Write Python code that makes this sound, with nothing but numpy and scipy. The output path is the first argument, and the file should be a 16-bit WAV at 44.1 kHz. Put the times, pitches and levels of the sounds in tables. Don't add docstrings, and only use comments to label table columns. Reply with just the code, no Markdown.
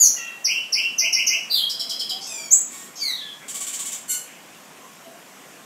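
import sys
import numpy as np
from scipy import signal
from scipy.fft import rfft, irfft, next_fast_len
from scipy.io import wavfile
from scipy.ndimage import uniform_filter1d, map_coordinates

SR = 44100
rng = np.random.default_rng(int(sys.argv[2]) if len(sys.argv) > 2 else 0)


def master_out(mix):
    frames = np.transpose(np.atleast_2d(mix))
    ceiling = np.clip(frames, -1, 1)
    pcm = np.round(ceiling * 32767).astype(np.int16)
    wavfile.write(sys.argv[1], SR, pcm)


def nominal_scale(level):
    x = np.asarray(level, float) / 20
    return 10 ** x


N = 249253

# (frequency [Hz], density [dB per Hz])
HUSH_SPECTRUM = [(20, -70), (55, -35), (110, -17.5), (170, -2), (215, -2), (260, -0.5), (320, -4.5),
                 (1100, -7), (3200, -10), (4100, -16.5), (7500, -12), (10000, -20), (13000, -18),
                 (15800, -30)]
# (frequency [Hz], level [dB])
APPLIANCE_DRONES = [(263.8, -60), (500.6, -62), (656.8, -64), (737.5, -63.5), (1093, -59)]
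# (frequency [Hz], time to fall 60 dB [s])
ROOM_DECAY = [(500, 0.42), (2500, .45), (5000, 0.41), (8000, 0.35), (14000, 0.37)]
# (frequency [Hz], gain [dB])
PATH_COLOUR = [(1000, 0.5), (2500, -1), (3250, 0), (4300, -1.5), (7000, 0.5), (9500, 0), (12000, 4.5),
               (14500, -2.5)]
# (frequency [Hz], level [dB])
BREATH_COLOUR = [(1000, -30), (3000, -16.5), (7000, -7.5), (10000, -17.5), (14000, -10)]
# (time [s], level [dB], pitch share [ratio])
CHIP_TIMES = [
    (.441, 0, 0.98),
    (.721, 0, 0.9444),
    (.979, 1, 1.015),
    (1.123, 1, 1.009),
    (1.263, 1, 1.0275),
]
# (time [s], length [s], frequency [Hz], level [dB])
HOUSE_HUMS = [
    (1.017, .12, 680, -51.5),
    (1.019, 0.086, 918, -54),
    (1.339, 0.075, 670, -52),
    (1.795, 0.31, 700, -58),
    (2.102, 0.17, 780, -51),
    (2.282, 0.3, 671, -59),
    (2.296, 0.208, 943, -53.5),
    (5.045, 0.17, 697, -52),
    (4.8, 0.13, 1073, -52.5),
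]
# (frequency [Hz], level [dB])
BEAK_COLOUR = [(1000, -24), (2200, -13.5), (3000, -10.5), (5000, -13.5), (6500, -7.5), (7500, -1),
               (9000, -8), (11000, -19), (15000, -10)]
# (frequency [Hz], level [dB])
WIDE_BEAK_COLOUR = [(1000, -28.5), (1500, -8), (2100, -8.5), (3000, -1.5), (3600, -12), (4300, -3.5),
                    (5300, -7), (6400, 0), (7400, 7.5), (9000, 0), (11000, -3.5), (15000, -9)]

# (left pitch multiple [ratio], right pitch multiple [ratio], level [dB])
OPENING_MIX = [(1, 0, 0), (0, 1, -17), (2, 0, -22), (1, 1, -19), (0, 2, -25), (1, 2, -24), (2, -1, -28),
               (0, 3, -26)]
NASAL_MIX = [(2, 0, 0), (0, 1, -4), (1, 0, -17), (1, 1, -18), (-1, 2, -16), (0, 2, -24)]
WHISTLE_MIX = [(1, 0, 0), (2, 0, -22), (3, 0, -24)]
SCOOP_MIX = [(1, 0, 0), (0, 1, -3), (-1, 2, -13), (3, 0, -28), (5, 0, -33), (4, 1, -33)]
ARCH_MIX = [(1, 0, 0), (0, 1, -2), (1, 1, -23), (2, 0, -28), (3, 0, -18), (1, 2, -23), (0, 3, -19),
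            (2, 1, -21), (0, 4, -22), (0, 2, -27)]
HOLD_MIX = [(1, 0, 0), (2, 0, -32), (3, 0, -23), (4, 0, -34)]
TICK_MIX = [(1, 0, 0), (0, 1, -7), (1, 1, -23), (0, 2, -19), (2, 0, -24), (0, 3, -24), (1, 2, -24),
            (3, -2, -17), (-1, 3, -18), (2, 1, -24)]
PAIR_MIX = [(1, 0, 0), (0, 1, -3), (2, 0, -22), (1, 1, -22), (-1, 2, -12), (2, -1, -15)]
WHINE_MIX = [(1, 0, -4), (0, 1, -11), (2, 0, -5), (1, 1, -3), (3, 0, 0), (2, 1, -11), (4, 0, -16),
             (3, 1, -15), (5, 0, -22), (4, 1, -22), (6, 0, -20), (5, 1, -18), (1, 2, -18)]
SHRIEK_MIX = [(1, 0.0055, -2.5), (2, 0.0013, -24)]
WHEEZE_MIX = [(1, 0, -14.5), (0, 1, -13), (2, 0.0099, -11.5), (0.6, 1, -29)]
SLUR_MIX = [(2, 0, 0), (1, 0, -13), (3, 0, -16), (4, 0, -22), (5, 0, -24), (6, 0, -24), (7, 0, -26)]
SIGH_MIX = [(2, 0, 0), (0, 2, -7), (1, 0, -9), (3, 0, -20), (4, 0, -25)]
BUZZ_MIX = [(1, 0, -25), (2, 0, -23)]

SINGLE_SYLLABLES = {"opening": (0, .08, -10, 7050, 5560), "nasal": (.163, .186, -33.5, 1480, 1370),
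                    "arch": (1.497, .113, -21.5, 4850, 3790), "hold": (1.598, .092, -23.5, 3120, 3300),
                    "lift": (2.209, .067, -36, 4950, 5660), "whine": (2.263, .228, -38, 2720, 2285),
                    "shriek": (2.505, .044, -8, 5850, 8050), "wheeze": (2.7, .19, -40, 1150, 1115),
                    "drop": (2.956, .059, -36, 6530, 6240), "blip": (2.978, .02, -48, 3350, 3100),
                    "slur": (2.995, .169, -24, 2420, 1810), "sigh": (3.165, .176, -38, 1790, 1674),
                    "mutter": (3.405, .075, -46, 1100, 1100), "rasp": (4.078, .078, -22.5, 1515, 1480),
                    "aftermutter": (4.259, .1, -48, 1270, 1210)}
FIGURE_PARTS = {"chip": (0, .022, -10, 6480, 4500), "scoop": (.027, .088, -20.5, 2060, 2700),
                "long scoop": (.029, .11, -23, 2060, 2750), "tick": (.001, .024, -20, 5950, 5050),
                "pip": (.014, .012, -26, 3450, 2900), "rebound": (.042, .03, -39, 3150, 3380),
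                "buzz": (0, .038, -26, 1148, 1114)}
PITCH_GLIDES = {"opening": (.035, .07), "nasal": (0, .012), "arch": (.08, .06), "hold": (0, .015),
                "lift": (.03, .08), "whine": (-.12, .165), "shriek": (.012, .017), "wheeze": (0, .03),
                "drop": (0, .04), "blip": (.01, .03), "slur": (-.1, .32), "sigh": (.08, .2),
                "mutter": (.04, .1), "rasp": (.03, .08), "aftermutter": (.08, .05), "chip": (.014, .016),
                "scoop": (.036, .011), "long scoop": (.022, .022), "tick": (0, .004), "pip": (.006, .01),
                "rebound": (.008, .012), "buzz": (0, .02)}

# (attack [s], rise [dB], sag while held [dB], release [s], fall [dB])
SOFT, SHARP, FADING = (.025, 5, 3, .045, 7), (.009, 24, 6, .007, 7), (.003, 2, 5, .02, 5)
ARCHED, SHORT, STAB = (.018, 12, 1, .027, 8), (.005, 8, 0, .005, 9), (.009, 17, -1, .016, 14)
EVEN, LEANING, HEAVY = (.01, -1, 2, .02, -4), (.042, 15.5, 4, .033, 6), (.025, 16, 7, .028, 16)
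PUFF, SLIDING = (.004, 3, 5, .015, 4), (.025, 17, 1, .05, 24)
HELD, CUT = (.03, 11, 2, .05, 1), (.02, 2, 2.5, .024, 15)
ALONE, NARROW, WIDE, UNDER = (1, 1), (1.18, 1.075), (1.41, 1.41), (.86, .8)
WAVER = .012


def unit(x):
    return x / np.sqrt(np.mean(x ** 2) + 1e-20)


def along(points, hz):
    f, v = np.transpose(points)
    return np.interp(np.log(hz + 1), np.log(f + 1), v)


def wobble(size, rate):
    knots = rng.standard_normal(int(size * rate / SR) + 4)
    return map_coordinates(knots, [np.arange(size) * rate / SR])


def coloured(x, gain):
    size = next_fast_len(N + 8192)
    hz = np.fft.rfftfreq(size, 1 / SR)
    return irfft(rfft(x, size) * gain(hz), size)[..., :N]


def contour(name, breath, sides):
    s, length, db, from_hz, to_hz = {**SINGLE_SYLLABLES, **FIGURE_PARTS}[name]
    turn, span = PITCH_GLIDES[name]
    attack, rise_db, sag_db, release, fall_db = breath
    t = np.linspace(0, length, 40)
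    bend = np.tanh((t - turn) / span)
    done = (bend - bend[0]) / (bend[-1] - bend[0])
    left = from_hz + (to_hz - from_hz) * done
    right = left * (sides[0] + (sides[1] - sides[0]) * done)
    corners = np.maximum.accumulate([0, min(attack, length / 2), length - release, length])
    level_db = db - np.interp(t, corners, [rise_db, 0, sag_db, sag_db + fall_db])
    return np.transpose([s + t, left, right, level_db])


def buzz_tones(shape, beak, fall_db, count=9):
    left_hz, right_hz = np.mean(shape, axis=0)[1:3]
    tones = []
    for i in range(-count, count + 1):
        for j in range(-2, count):
            hz = i * left_hz + j * right_hz
            if 700 < hz < 15600:
                tones.append((i, j, along(beak, hz) - fall_db * min(abs(i), abs(j))))
    total_db = 10 * np.log10(sum(nominal_scale(2 * db) for i, j, db in tones))
    return [(i, j, db - total_db) for i, j, db in tones]


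def add(out, shape, tones, rough, at=0., db=0., share=0.99):
    s, left_hz, right_hz, level_db = np.transpose(shape)
    t = np.arange(s[0], s[-1], 1 / SR)
    glide = []
    for hz in (left_hz, right_hz):
        tremble = rough * (wobble(len(t), 302.4) + wobble(len(t), 1196))
        glide.append(share * np.interp(t, s, hz) * (1 + tremble))
    left, right = 2 * np.pi * np.cumsum(glide, axis=1) / SR
    effort_db = np.interp(t, s, level_db)
    slack = 1 + (level_db.max() - effort_db) / 35
    sound = np.zeros(len(t))
    for i, j, gain_db in tones:
        tone = np.sin(i * left + j * right + 2 * np.pi * rng.random())
        audible = i * glide[0] + j * glide[1] < SR / 2.2
        sound += nominal_scale(gain_db * slack) * tone * audible
    edges = np.clip(np.minimum(t - s[0], s[-1] - t) / 0.0023, 0, 1)
    start = round((s[0] + at) * SR)
    out[start:start + len(t)] += sound * edges * nominal_scale(effort_db + db + 2.5)


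def hush():
    hz, t, z = signal.stft(rng.standard_normal(N + 1024), SR, nperseg=1024)
    field = uniform_filter1d(rng.standard_normal(z.shape), 8, 0)
    field = uniform_filter1d(field, 6, 1)
    patches = z * nominal_scale(along(HUSH_SPECTRUM, hz)[:, None] + 1.55 * unit(field))
    return nominal_scale(-45.5) * unit(signal.istft(patches, nperseg=1024)[1][:N])


def appliance_drones(out):
    for hz, db in APPLIANCE_DRONES:
        steady = [(0, hz, hz, db - 7), (N / SR - .01, hz, hz, db - 5)]
        add(out, steady, [(1, 0.00065, 0)], rough=0.0401)


def opening_call(out):
    add(out, contour("opening", CUT, (.7, .73)), OPENING_MIX, rough=0.0116)


def rushing_air(song):
    effort = np.sqrt(np.abs(uniform_filter1d(song ** 2, 90)))
    air = coloured(rng.standard_normal(N), lambda hz: nominal_scale(along(BREATH_COLOUR, hz)))
    return nominal_scale(-28.5) * effort * unit(air)


def room(x):
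    hz, t, z = signal.stft(rng.standard_normal(SR), SR, nperseg=128)
    tail = signal.istft(z * nominal_scale(-60 * t / along(ROOM_DECAY, hz)[:, None]), SR, nperseg=128)[1]
    t = np.arange(len(tail)) / SR
    tail = tail * (1 - np.exp(-t / 0.002)) * nominal_scale(4.05 * np.exp(-t / 0.024))
    return signal.fftconvolve(x, tail / np.linalg.norm(tail))[:N]


def nasal_call(out):
    add(out, contour("nasal", SOFT, WIDE), NASAL_MIX, rough=0.0094)


def chips_and_scoops(out):
    for k, (s, db, share) in enumerate(CHIP_TIMES):
        add(out, contour("chip", SHARP, ALONE), WHISTLE_MIX, .012, s, db, share)
        if k < 2:
            scoop = contour("long scoop", HELD, NARROW)
        else:
            scoop = contour("scoop", LEANING, NARROW)
        add(out, scoop, SCOOP_MIX, .004, s, 0, 1)


def house_hums(out):
    for s, length, hz, db in HOUSE_HUMS:
        swell = [(s, hz, hz, db + 1.5), (s + length / 3, hz, hz, db), (s + length, hz * 1.1, hz, db - 9.5)]
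        add(out, swell, [(0.97, 0.003, 0)], rough=0.03)


def arch_and_hold(out):
    add(out, contour("arch", ARCHED, (.88, .79)), ARCH_MIX, rough=.025)
    add(out, contour("hold", HEAVY, ALONE), HOLD_MIX, rough=0.01)


def trill(out):
    start_s, gap_s, first_db, grows_db = 1.693, .0992, -5, 1.7
    for k in range(5):
        s, pip_db = start_s + k * gap_s, first_db + k * grows_db
        share = 1 + WAVER * rng.standard_normal()
        add(out, contour("tick", (.006, 8, 3, .014, 9), (.9, .8)), TICK_MIX, .028, s, 0, share)
        add(out, contour("pip", SHORT, ALONE), HOLD_MIX, .005, s, pip_db, 1)
        add(out, contour("rebound", SHORT, ALONE), HOLD_MIX, .005, s, pip_db, 1)


def lift_whine_and_shriek(out):
    add(out, contour("lift", EVEN, (1.28, 1.13)), PAIR_MIX, rough=0.0407)
    add(out, contour("whine", SOFT, WIDE), WHINE_MIX, rough=0.009)
    add(out, contour("shriek", STAB, ALONE), SHRIEK_MIX, rough=0.0078)


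def wheeze(out):
    shape = contour("wheeze", SOFT, (1.62, 1.69))
    add(out, shape, buzz_tones(shape, BEAK_COLOUR, fall_db=3), rough=0.0111)
    add(out, shape, WHEEZE_MIX, rough=0.0072)


def slurs_and_mutter(out):
    add(out, contour("drop", EVEN, UNDER), PAIR_MIX, rough=0.03)
    add(out, contour("blip", SHORT, ALONE), HOLD_MIX, rough=.005)
    add(out, contour("slur", SLIDING, ALONE), SLUR_MIX, rough=.006)
    add(out, contour("sigh", SOFT, (.93, .94)), SIGH_MIX, rough=0.012)
    add(out, contour("mutter", SOFT, WIDE), NASAL_MIX, rough=0.068)


def rattle(out):
    start_s, gap_s, slows_s = 3.48, .061, .0002
    shape = contour("buzz", PUFF, (1.345, 1.345))
    for k in range(8):
        s = start_s + k * gap_s + k * k * slows_s
        share = 1 + WAVER * (rng.standard_normal() - 1)
        db = -3 * (k == 0)
        add(out, shape, BUZZ_MIX, .01, s, db, share)
        add(out, shape, buzz_tones(shape, BEAK_COLOUR, fall_db=3.0), .03, s, db, share)


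def rasp_and_aftermutter(out):
    shape = contour("rasp", (.02, 12, 1, .03, 8), (1.43, 1.43))
    add(out, shape, buzz_tones(shape, WIDE_BEAK_COLOUR, fall_db=9), rough=0.0075)
    add(out, contour("aftermutter", FADING, WIDE), NASAL_MIX, rough=0.088)


def scene():
    song, house = np.zeros(N), np.zeros(N)
    appliance_drones(house)
    house_hums(house)
    for sing in (opening_call, nasal_call, chips_and_scoops, arch_and_hold, trill, lift_whine_and_shriek,
                 wheeze, slurs_and_mutter, rattle, rasp_and_aftermutter):
        sing(song)
    sources = song + rushing_air(song) + house
    voice = coloured(sources, lambda hz: nominal_scale(along(PATH_COLOUR, hz)))
    return (nominal_scale(-5) * voice + nominal_scale(2.2) * room(voice) + hush())[None]


def masked(x, under_db, up_db, down_db):
    hz, t, z = signal.stft(x, SR, nperseg=1024)
    band = np.floor(12 * np.arcsinh(hz / 600)).astype(int)
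    power = [np.mean(np.abs(z[:, band == b]) ** 2, axis=1) for b in range(band.max() + 1)]
    level = 10 * np.log10(np.array(power) + 1e-20)
    step = np.subtract.outer(np.arange(len(level)), np.arange(len(level)))
    skirt = -under_db - np.where(step > 0, up_db * step, -down_db * step)
    hidden = level < np.max(level[None] + skirt[:, :, None, None], axis=1)
    heard = z * ~hidden[band].transpose(1, 0, 2)
    return signal.istft(heard, SR, nperseg=1024)[1][:, :N]


def low_pass(x):
    return signal.sosfilt(signal.butter(12, 16030, fs=SR, output="sos"), x)


def record(dry):
    held = dry / (1 + np.abs(dry) ** 8) ** (1 / 8)
    banded = coloured(held, lambda hz: (hz < 15700) * hz / np.hypot(hz, 60))
    mix = .95 * masked(banded, under_db=17, up_db=5.5, down_db=16)
    return low_pass(mix)


dry = scene()
out = record(dry)
master_out(out)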